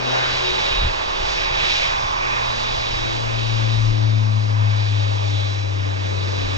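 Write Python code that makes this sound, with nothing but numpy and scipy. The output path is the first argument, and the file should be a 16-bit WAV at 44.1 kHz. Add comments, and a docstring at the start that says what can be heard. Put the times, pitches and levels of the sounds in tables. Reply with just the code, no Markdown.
"""At a grass field, two large jet engines idle some way off: a broad roar with thin compressor whines.
The roar swells in bands as the air between bends the sound. A propeller aircraft passes on a straight line,
its four blade tones sinking in pitch. Gusts thump as low noise on a small two-capsule microphone, whose
capsules hear most of the jet sound out of step. A faint hiss flickers above."""
import sys
import numpy as np
from scipy import signal
from scipy.fft import rfft, irfft, next_fast_len
from scipy.io import wavfile
from scipy.ndimage import uniform_filter1d

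SR = 44100
rng = np.random.default_rng(int(sys.argv[2]) if len(sys.argv) > 2 else 0)


def persist_wave(psi):
    """Save psi, clipped to +-1, as 16-bit WAV."""
    counts = np.round(np.clip(psi, -1, 1) * 32767).astype(np.int16)
    wavfile.write(sys.argv[1], SR, np.atleast_2d(counts).T)


N = 289737
FFT_SIZE = next_fast_len(N)
HZ = np.maximum(np.fft.rfftfreq(FFT_SIZE, 1 / SR), 1)
T = np.arange(N) / SR   # seconds

# swell of the jet sound through the air: time_s, treble_swing_db, middle_swing_db
AIR_SWELL = [(0, -2.5, -0.5), (.14, 2.5, 1), (.3, 3, -3), (.55, 3.5, -0.5), (.75, 3.5, 1), (.9, 1, -1.5),
             (1.08, -1, 0), (1.37, 3.5, -0.5), (1.5, -0.5, 1.5), (1.64, 5, 1), (1.75, 6, 1), (1.84, 5, 0),
             (1.95, -.5, 3), (2.15, -2, 4), (2.6, 0.5, 0), (3, -0.5, -0.5), (3.3, -3, -4),
             (3.65, -1.5, -6.5), (4.15, -8, -6.5), (4.42, -8.5, -7.5), (4.6, -7.5, -3.5), (4.9, -6, -6),
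             (5.15, -5.5, -4), (5.4, -5, -7.5), (5.65, -8.5, -9), (6, -7, -8.5), (6.37, -5, -6.5),
             (6.57, -4.5, -4)]


def roar(flicker_db, low_hz):
    """Broad jet noise, one part shared by both capsules and one scattered for each; its bands swell apart."""
    # usual roar before the bands move: frequency_hz, density_db (per Hz)
    roar_colour = [(40, -82), (70, -64), (140, -62), (170, -66.5), (220, -68), (350, -59.5), (480, -55),
                   (680, -54.5), (800, -56.5), (960, -57), (1150, -57), (1400, -62.5), (1750, -61),
                   (2050, -60.5), (2300, -59.5), (2850, -60.5), (3200, -62), (3500, -64), (3900, -65.5),
                   (4200, -67), (4500, -66), (5100, -68), (6000, -74), (7300, -84), (8200, -94),
                   (9200, -118), (10500, -150)]
    # intake resonance added to that colour: centre_hz, width_hz, height_db
    intake_hump = (2410, 515, 4.97)
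    # overlapping bands: centre_hz, offset_db, treble_swing_share, middle_swing_share, rise_db_per_s
    bands = [(259, -3.5, 0.088, 0.043, 1.26), (434, -3, 0.14, .05, 0.14), (734, 0.5, 0.092, 0.43, -0.31),
             (1060, 1.37, 0.046, .95, 0), (1600, 1.04, 0.53, 0.32, 0.14), (2390, -2.5, 0.86, 0.16, -0.05),
             (2960, -1, 1.03, 0.12, 0.01), (3550, 0.5, 1.24, 0.081, 0.6), (4430, 0, 0.98, .05, 0.36),
             (5530, 0, 0.89, .05, 0.22), (7500, 0, 0.94, .05, 0.8)]
    # brief swells and sinks of the nearest band: peak_s, frequency_hz, change_db, length_s
    band_patches = [(0.16, 720, 3.5, 0.25), (2.2, 4300, -3, .4), (5.8, 4300, -3, .5),
                    (1.2, 4300, -0.5, 0.22), (2.4, 259, -5, 0.69), (2.4, 1600, 2, 0.28),
                    (0.23, 1600, 5.5, 0.18), (.85, 1600, 1.5, .4), (5.8, 1600, 1.5, .6),
                    (5.7, 720, -0.5, .6), (6.1, 259, 1.5, .6), (2.12, 1070, 1.5, .25),
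                    (2.4, 1070, 2.5, 0.2), (2.4, 720, -0.5, .4), (3.5, 1070, 2.5, .4), (3.2, 720, 2, .6),
                    (3.1, 259, 1.5, .6), (0.83, 5500, -6.5, .2), (1.15, 2400, -2, 0.42),
                    (1.44, 2400, 5, 0.19), (2.03, 450, -3, 0.57), (2.128, 2400, -6, 0.091),
                    (2.27, 2400, 4, .3), (2.57, 2400, -4.5, 0.18), (4.89, 3500, 3.5, 0.31),
                    (4.4, 450, -3.5, 0.93), (5.42, 3500, 5.5, 0.24), (1.75, 5500, 0.5, .25),
                    (1.37, 2400, -3, .15), (3.5, 2950, 0.5, .3), (7, 450, 8, 0.25), (6.1, 5500, -2.5, 0.28),
                    (6.3, 450, 5, .5)]
    # extra scattered roar in the low bands: time_s, boost_db
    low_scatter = [(0, 11), (.8, 8.5), (2, 5.5), (3.6, 4.5), (5.1, 2), (5.7, 4.5), (6.57, 5.5)]
    lean_start_db, lean_end_s = 4, 0.81   # the low bands lean left at first, then settle

    treble_db, middle_db = in_time(AIR_SWELL)
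    scatter_db = in_time(low_scatter)[0]
    lean_db = lean_start_db * np.maximum(1 - T / lean_end_s, 0)

    hump_hz, width_hz, hump_db = intake_hump
    hump = hump_db * np.exp(-(2 * (HZ - hump_hz) / width_hz) ** 2)
    colour_db = in_hz(roar_colour)[0] + hump
    # the root turns density per Hz into gain for white noise
    white = rfft(rng.standard_normal((3, N)), FFT_SIZE)
    noise = white * amp(colour_db) * np.sqrt(SR / 2)

    centres = np.array(bands)[:, 0]
    shared, scattered = 0, 0
    for k, (hz, offset_db, treble_share, middle_share, rise) in enumerate(bands):
        level_db = offset_db + treble_share * treble_db + middle_share * middle_db + rise * T
        for peak_s, patch_hz, change_db, length_s in band_patches:
            nearest_band = np.abs(np.log(centres / patch_hz)).argmin()
            if nearest_band == k:
                level_db = level_db + change_db * bump(peak_s, length_s)
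        # full at its own centre, fading to nothing at the neighbouring centres
        band_gain = np.interp(np.log(HZ), np.log(centres), np.arange(len(centres)) == k)
        low = hz < low_hz
        gain = amp(level_db + flicker_db * drift(5.7)) * panned(lean_db * low)
        parts = irfft(noise * band_gain, FFT_SIZE)[:, :N]
        shared = shared + gain * parts[0]
        scattered = scattered + gain * amp(scatter_db * low) * parts[1:]
    return shared, scattered


def whines(waver_hz, flutter_db, fades_per_s):
    """Sines of the compressor blades and a shaft hum that waver and flutter on their way through moving air."""
    # tone levels before the flutter: time_s, blade_tone_db, upper_neighbour_db, lower_neighbour_db (rms)
    whine_swells = [(0.0, -49.5, -60.0, -58.0), (0.06, -33.5, -47.0, -49.0), (0.1, -30.5, -46.5, -51.5),
                    (0.2, -34.0, -38.0, -52.5), (0.27, -33.0, -39.5, -55.0), (0.32, -50.0, -40.0, -50.0),
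                    (0.4, -52.0, -40.5, -45.5), (0.44, -31.5, -40.0, -41.5), (0.48, -28.5, -39.5, -38.5),
                    (0.51, -29.0, -41.5, -39.5), (0.58, -34.0, -52.5, -53.0), (0.73, -30.0, -55.0, -54.0),
                    (0.77, -30.0, -43.5, -45.0), (0.84, -30.0, -43.0, -44.5), (0.89, -42.0, -45.5, -56.5),
                    (0.98, -43.0, -58.5, -56.5), (1.1, -42.0, -48.5, -45.5), (1.2, -42.0, -56.5, -55.5),
                    (1.27, -43.0, -46.5, -44.0), (1.34, -38.0, -55.5, -48.5), (1.41, -37.5, -48.5, -44.0),
                    (1.51, -36.5, -55.0, -48.0), (1.63, -32.5, -36.5, -50.0), (1.72, -31.0, -35.0, -48.5),
                    (1.82, -32.0, -45.5, -43.0), (1.87, -35.0, -52.0, -49.0), (1.97, -50.5, -46.0, -52.5),
                    (2.07, -58.0, -60.5, -56.0), (2.18, -42.0, -54.0, -54.5), (2.28, -48.5, -59.5, -54.0),
                    (2.34, -40.0, -52.0, -54.0), (2.42, -39.5, -47.5, -47.0), (2.48, -36.5, -45.5, -55.5),
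                    (2.85, -38.0, -49.0, -43.0), (2.91, -35.5, -44.0, -42.0), (2.99, -35.5, -47.0, -56.0),
                    (3.11, -37.0, -43.0, -52.5), (3.18, -47.0, -42.0, -55.0), (3.3, -46.0, -51.5, -57.0),
                    (3.4, -37.5, -46.0, -54.5), (3.49, -37.5, -50.0, -45.5), (3.6, -41, -60.5, -57.0),
                    (3.65, -46.0, -51.5, -57.0), (3.75, -37.0, -58.5, -55.0), (3.84, -46.0, -55.0, -57.0),
                    (3.95, -50.0, -44.5, -59.5), (4.08, -44.0, -52.0, -45.0), (4.33, -53.5, -51.0, -65.0),
                    (4.54, -53.0, -50.0, -51.0), (4.62, -63.0, -63.0, -56.5), (4.81, -43.0, -43.0, -49.0),
                    (5.1, -44.5, -62.0, -62.0), (5.29, -44.5, -61.0, -53.5), (5.35, -49.0, -46.5, -48.5),
                    (5.41, -57.0, -41.5, -58.0), (5.53, -51.0, -40.0, -58.5), (5.69, -53.5, -47.0, -63.5),
                    (5.74, -55.0, -60.0, -49.0), (5.82, -46.0, -62.0, -55.0), (5.91, -46.5, -47.0, -55.0),
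                    (6.0, -47.0, -60.0, -57.0), (6.09, -52.0, -50.0, -52.0), (6.16, -43.0, -48.0, -55.0),
                    (6.24, -43.0, -48.0, -50.0), (6.29, -55.0, -56.0, -48.0), (6.38, -42.5, -44.0, -43.5),
                    (6.49, -41.5, -43.5, -49.0), (6.56, -53.5, -45.5, -56.5)]
    # blade tone and its shaft-rate neighbours, in the same order: pitch_hz
    whine_pitches = [3791.2, 3959.6, 3621.6]
    # shaft hum: pitch_hz, level_db (rms before swings), treble_swing_share, middle_swing_share, fading_db
    shaft_hum = (863.5, -37.5, 0.6, 1.2, 1.5)

    treble_db, middle_db = in_time(AIR_SWELL)
    hum_hz, hum_db, treble_share, middle_share, fading_db = shaft_hum
    hum_db = hum_db + treble_share * treble_db + middle_share * middle_db
    hum_gain = amp(hum_db + fading_db * drift(fades_per_s))
    # these levels glide in gain rather than in decibels
    whine_gains = in_time([(s, *amp(levels_db)) for s, *levels_db in whine_swells])

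    tones = 0
    for hz, gain in zip([hum_hz, *whine_pitches], [hum_gain, *whine_gains]):
        phase = 2 * np.pi * np.cumsum(hz + waver_hz * drift(5.6)) / SR
        flutter = amp(flutter_db * drift(8.6))
        tones = tones + np.sqrt(2) * gain * flutter * np.sin(phase)
    return tones


def capsules(shared, scattered, tones):
    """Shared sound reaches each capsule at its own level and phase; the scattered part is unrelated."""
    # capsule pair towards the jets: frequency_hz, left_over_right_db, left_lead_rad, likeness (0 to 1)
    capsule_pair = [(170.0, 4.2, -2.3, 0.95), (260.0, 3.6, -2.57, 0.9), (400.0, 2.8, -3.02, 0.95),
                    (560.0, -1.2, -2.83, 0.97), (750.0, -1.7, -3.18, 0.98), (900.0, -5.2, -3.43, 0.955),
                    (1150.0, -4.8, -3.05, 0.94), (1300.0, -3.2, -3.15, 0.96), (1450.0, -2.6, -3.22, 0.93),
                    (1900.0, -5.2, -3.42, 0.95), (2350.0, -2.6, -3.75, 0.97), (2700.0, -4.8, -4.09, 0.86),
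                    (3300.0, -1.0, -4.59, 0.93), (3500.0, -4.1, -4.94, 0.89), (3620.0, -5.2, -4.86, 0.89),
                    (3800.0, -4.8, -4.75, 0.9), (3900.0, -3.4, -4.9, 0.9), (4050.0, -6.3, -5.41, 0.74),
                    (4150.0, -9.2, -4.08, 0.43), (4350.0, -1.3, -4.07, 0.94), (4700.0, -0.1, -4.75, 0.92),
                    (5100.0, 4.7, -5.05, 0.92), (6000.0, 6.2, -6.15, 0.87), (6800.0, 3.0, -6.72, 0.85),
                    (7300.0, 6.0, -6.57, 0.73), (8000.0, 7.8, -7.79, 0.35), (8500.0, 5.0, -8.34, 0.34)]
    pan_db, lead, likeness = in_hz(capsule_pair)
    likeness = np.clip(likeness, 0, 1)
    turn = np.exp(.5j * np.outer([1, -1], lead))   # half the lead on each side
    gains = panned(pan_db)
    together = shape(shared, gains * turn * np.sqrt(likeness))
    apart = shape(scattered, gains * np.sqrt(1 - likeness))
    return together + apart + shape(tones, gains * turn)


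def propeller(flutter_db):
    """Four sine partials of the blade rate, Doppler-shifted by the speed of approach on a straight pass."""
    # partial levels before flutter and panning: time_s, first_db, second_db, third_db (rms)
    partial_levels = [(0.0, -36, -36.5, -35), (0.08, -34, -33.5, -33), (0.13, -30.5, -38, -42),
                      (0.19, -33.5, -45.5, -39), (0.39, -38.5, -46, -36.5), (0.49, -37.5, -49, -27),
                      (0.57, -42.5, -43.5, -32.5), (0.61, -46, -41, -36), (0.66, -39, -47, -56),
                      (0.71, -43, -58, -43), (0.75, -44, -61, -33.5), (0.9, -46, -57, -50),
                      (1.05, -51, -53, -45), (1.4, -46, -54, -39), (1.66, -41.0, -51, -36.5),
                      (1.71, -43, -54, -36), (1.76, -46, -55, -55), (1.92, -41, -60, -59),
                      (2.21, -41.5, -45.5, -40), (2.45, -35, -41, -48), (2.65, -36.5, -40, -54),
                      (2.76, -35, -50, -41), (2.84, -35, -51, -50), (3.05, -30.5, -41.5, -32.5),
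                      (3.16, -30, -40, -34), (3.24, -26, -42, -45), (3.65, -18.5, -37, -38.5),
                      (3.85, -16.5, -38.5, -36.5), (3.94, -18, -36.5, -34), (4.11, -16, -33.5, -35.5),
                      (4.38, -17.5, -34.5, -46.0), (4.46, -19.5, -40, -41.5), (4.61, -15, -37.5, -56),
                      (4.69, -16.5, -36, -42), (4.86, -19, -50, -55), (4.94, -17, -50, -40.5),
                      (5.12, -20, -50.0, -55.5), (5.18, -21, -49.0, -39), (5.25, -20, -48.0, -47),
                      (5.32, -20.0, -50, -35.5), (5.36, -19.5, -48.0, -39), (5.41, -20, -50, -56),
                      (5.56, -23.5, -52, -49), (5.61, -22.5, -57, -59), (5.87, -21, -46, -42),
                      (5.96, -24.0, -49, -49), (6.31, -23, -44, -54), (6.41, -24.5, -40.5, -34.5),
                      (6.56, -24, -51, -38)]
    # short swells of partial 4, likewise: peak_s, level_db (rms), length_s
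    fourth_swells = [(.57, -37, .35), (1.07, -42, .15), (1.47, -43, .15), (2.35, -41, .35), (3.27, -42, .2),
                     (5.22, -40.5, .3), (6.45, -43, .2)]
    # sides of each partial: left_over_right_before_db, left_over_right_after_db,
    # left_lead_before_rad, left_lead_after_rad
    partial_sides = [(8.5, 6, .45, -.48), (7.5, 7, -4.1, -2.35), (7.5, 3.5, -3.8, -2.6), (1, 2, -3.3, -2.8)]
    blade_rate_hz, speed_m_s, sound_m_s = 105.2, 74.4, 343
    nearest_m, nearest_s = 285, 4.463
    # partial 1 swings left, peaking at 3.0 s when the partials change side, then settles
    swing_peak_db, side_change_s, side_change_width_s, settle_s = 13, 3.0, .2, 0.7

    ahead_m = speed_m_s * (nearest_s - T)
    approach = ahead_m / np.hypot(ahead_m, nearest_m)   # share of the speed towards the microphone
    hz = blade_rate_hz / (1 - speed_m_s / sound_m_s * approach)
    phase = 2 * np.pi * np.cumsum(hz) / SR

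    late = T - side_change_s
    swing_db = swing_peak_db * np.exp(np.where(late < 0, late / side_change_width_s, -late / settle_s))
    changed = 1 / (1 + np.exp(-late / side_change_width_s))
    turned = np.clip(T / (side_change_s + settle_s), 0, 1)   # slower turn for the upper partials

    fourth_gain = sum(amp(db) * bump(s, length_s) for s, db, length_s in fourth_swells)
    fourth_db = 20 * np.log10(fourth_gain + 1e-9)
    levels_db = [*in_time(partial_levels), fourth_db]

    drone = 0
    for k, (level_db, sides) in enumerate(zip(levels_db, partial_sides)):
        pan_before, pan_after, lead_before, lead_after = sides
        pan_db = pan_before + (pan_after - pan_before) * changed + swing_db * (k == 0)
        lead = lead_before + (lead_after - lead_before) * (turned if k else changed)
        wave = np.sin((k + 1) * phase + np.array([lead / 2, -lead / 2]))
        gain = amp(level_db + flutter_db * drift(7.2))
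        drone = drone + np.sqrt(2) * gain * panned(pan_db) * wave
    return drone


def wind(evened, over_s):
    """Low rumble, alike on both capsules, its loudness partly evened out; strong gusts thump over steadier wind."""
    # colour of the rumble before it is set to level: frequency_hz, density_db (per Hz)
    wind_colour = [(8, -8), (22, 2.5), (32, 2.5), (45, -2), (65, -6), (90, -11), (130, -16), (200, -23),
                   (400, -50), (1500, -110)]
    # wind on the microphone before smaller random gusts: time_s, level_db (rms)
    wind_level = [(0, -42.5), (.3, -38), (.65, -34), (.75, -32.5), (.95, -35), (1.08, -36), (1.4, -34.5),
                  (2.5, -35), (3.1, -35.5), (3.8, -36.5), (4.05, -40), (4.5, -51), (5.4, -45.5), (6.1, -48),
                  (6.57, -34)]
    # strong gusts: peak_s, level_db (rms), length_s
    strong_gusts = [(0.518, -31.5, 0.027), (0.842, -19, 0.13), (1.235, -31, 0.13), (1.41, -33, 0.018),
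                    (1.522, -25.5, 0.038), (2.05, -28, 0.043), (2.498, -33, .04), (2.758, -29, 0.043),
                    (2.943, -31, 0.11), (3.532, -36, .03), (3.78, -29, .06), (3.89, -27, 0.11),
                    (6.46, -29, .05)]
    gust_edge = 2.3                  # squareness of a strong gust
    gusty_db, gusty_per_s = 2, 12    # smaller gusts come at random
    gust_top_hz = 170                # strong gusts are a little duller than the steady wind

    dulling = 1 / np.hypot(1, (HZ / gust_top_hz) ** 2)
    colours = amp(in_hz(wind_colour)[0]) * [np.ones(len(HZ)), dulling]
    rumble = shape(rng.standard_normal(N), colours)
    size = int(over_s * SR)
    power = uniform_filter1d(uniform_filter1d(rumble ** 2, size=size), size=size)
    rumble = rumble / np.maximum(power, 1e-12) ** (evened / 2)
    steady, gusty = rumble / rumble.std(axis=1, keepdims=True)

    level = amp(in_time(wind_level)[0] + gusty_db * drift(gusty_per_s))
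    gust_power = sum((amp(db) * bump(s, length_s, gust_edge)) ** 2 for s, db, length_s in strong_gusts)
    total_power = gust_power + level ** 2
    gust_share = gust_power / total_power
    mixed = steady + gust_share * (gusty - steady)
    return np.sqrt(total_power) * mixed * amp([[.3], [-.3]])   # slightly louder on the left


def hiss(flicker_db):
    """A thin flickering high-passed noise, unrelated left and right, faintest while the drone is loud."""
    # white noise level before the high-pass and flicker: time_s, level_db
    hiss_level = [(0, -67), (2, -70), (3.3, -65), (3.9, -73), (4.7, -83.5), (5.6, -74.5), (6.57, -68.5)]
    high_pass = signal.butter(4, 8800, "high", fs=SR, output="sos")
    high = signal.sosfilt(high_pass, rng.standard_normal((2, N)))
    return amp(in_time(hiss_level)[0] + flicker_db * drift(14)) * high


def panned(left_over_right_db):
    """Left and right gains whose summed power stays the same."""
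    left_share = 1 / (1 + amp(-2 * np.asarray(left_over_right_db)))
    return np.sqrt(2 * np.array([left_share, 1 - left_share]))


def bump(peak_s, length_s, edge=2):
    """Rises to 1 at its peak and falls away again; a higher edge is squarer."""
    return np.exp(-np.abs(2 * (T - peak_s) / length_s) ** edge)


def drift(rate_hz):
    """Slow random wander with spread 1: noise through two equal low-pass poles, one value per 40 samples."""
    pole = np.exp(-80 * np.pi * rate_hz / SR)
    noise = rng.standard_normal(N // 40 + 2002)
    slow = signal.lfilter([1], [1, -2 * pole, pole * pole], noise)[2000:]   # drop the run-in
    return np.interp(np.arange(N) / 40, np.arange(len(slow)), slow / slow.std())


def shape(x, gain):
    """Filter by a gain per frequency bin."""
    return irfft(rfft(x, FFT_SIZE) * gain, FFT_SIZE)[..., :N]


def in_time(rows):
    """Columns of a curve over seconds, one value a sample."""
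    seconds, *columns = np.transpose(rows)
    return np.array([np.interp(T, seconds, column) for column in columns])


def in_hz(rows):
    """Columns of a spectrum, one value a frequency bin, straight lines over log frequency."""
    hz, *columns = np.transpose(rows)
    return [np.interp(np.log(HZ), np.log(hz), column) for column in columns]


def amp(db):
    """Decibels to gain."""
    return 10 ** (np.asarray(db) / 20)


def scene():
    """Jets through the capsule pair, then propeller, wind and hiss added in stereo."""
    shared, scattered = roar(flicker_db=.9, low_hz=2000)
    tones = whines(waver_hz=1.6, flutter_db=1.6, fades_per_s=2.5)
    jets = capsules(shared, scattered, tones)
    drone = propeller(flutter_db=.4)
    gusts = wind(evened=0.55, over_s=0.025)
    return jets + drone + gusts + hiss(flicker_db=3.0)


def record(dry):
    """A steep low-pass cuts the top, 70 dB down from 15750 Hz upwards."""
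    low_pass = signal.cheby2(12, 70, 15750, fs=SR, output="sos")
    return signal.sosfilt(low_pass, dry)


dry = scene()
out = record(dry)
persist_wave(out)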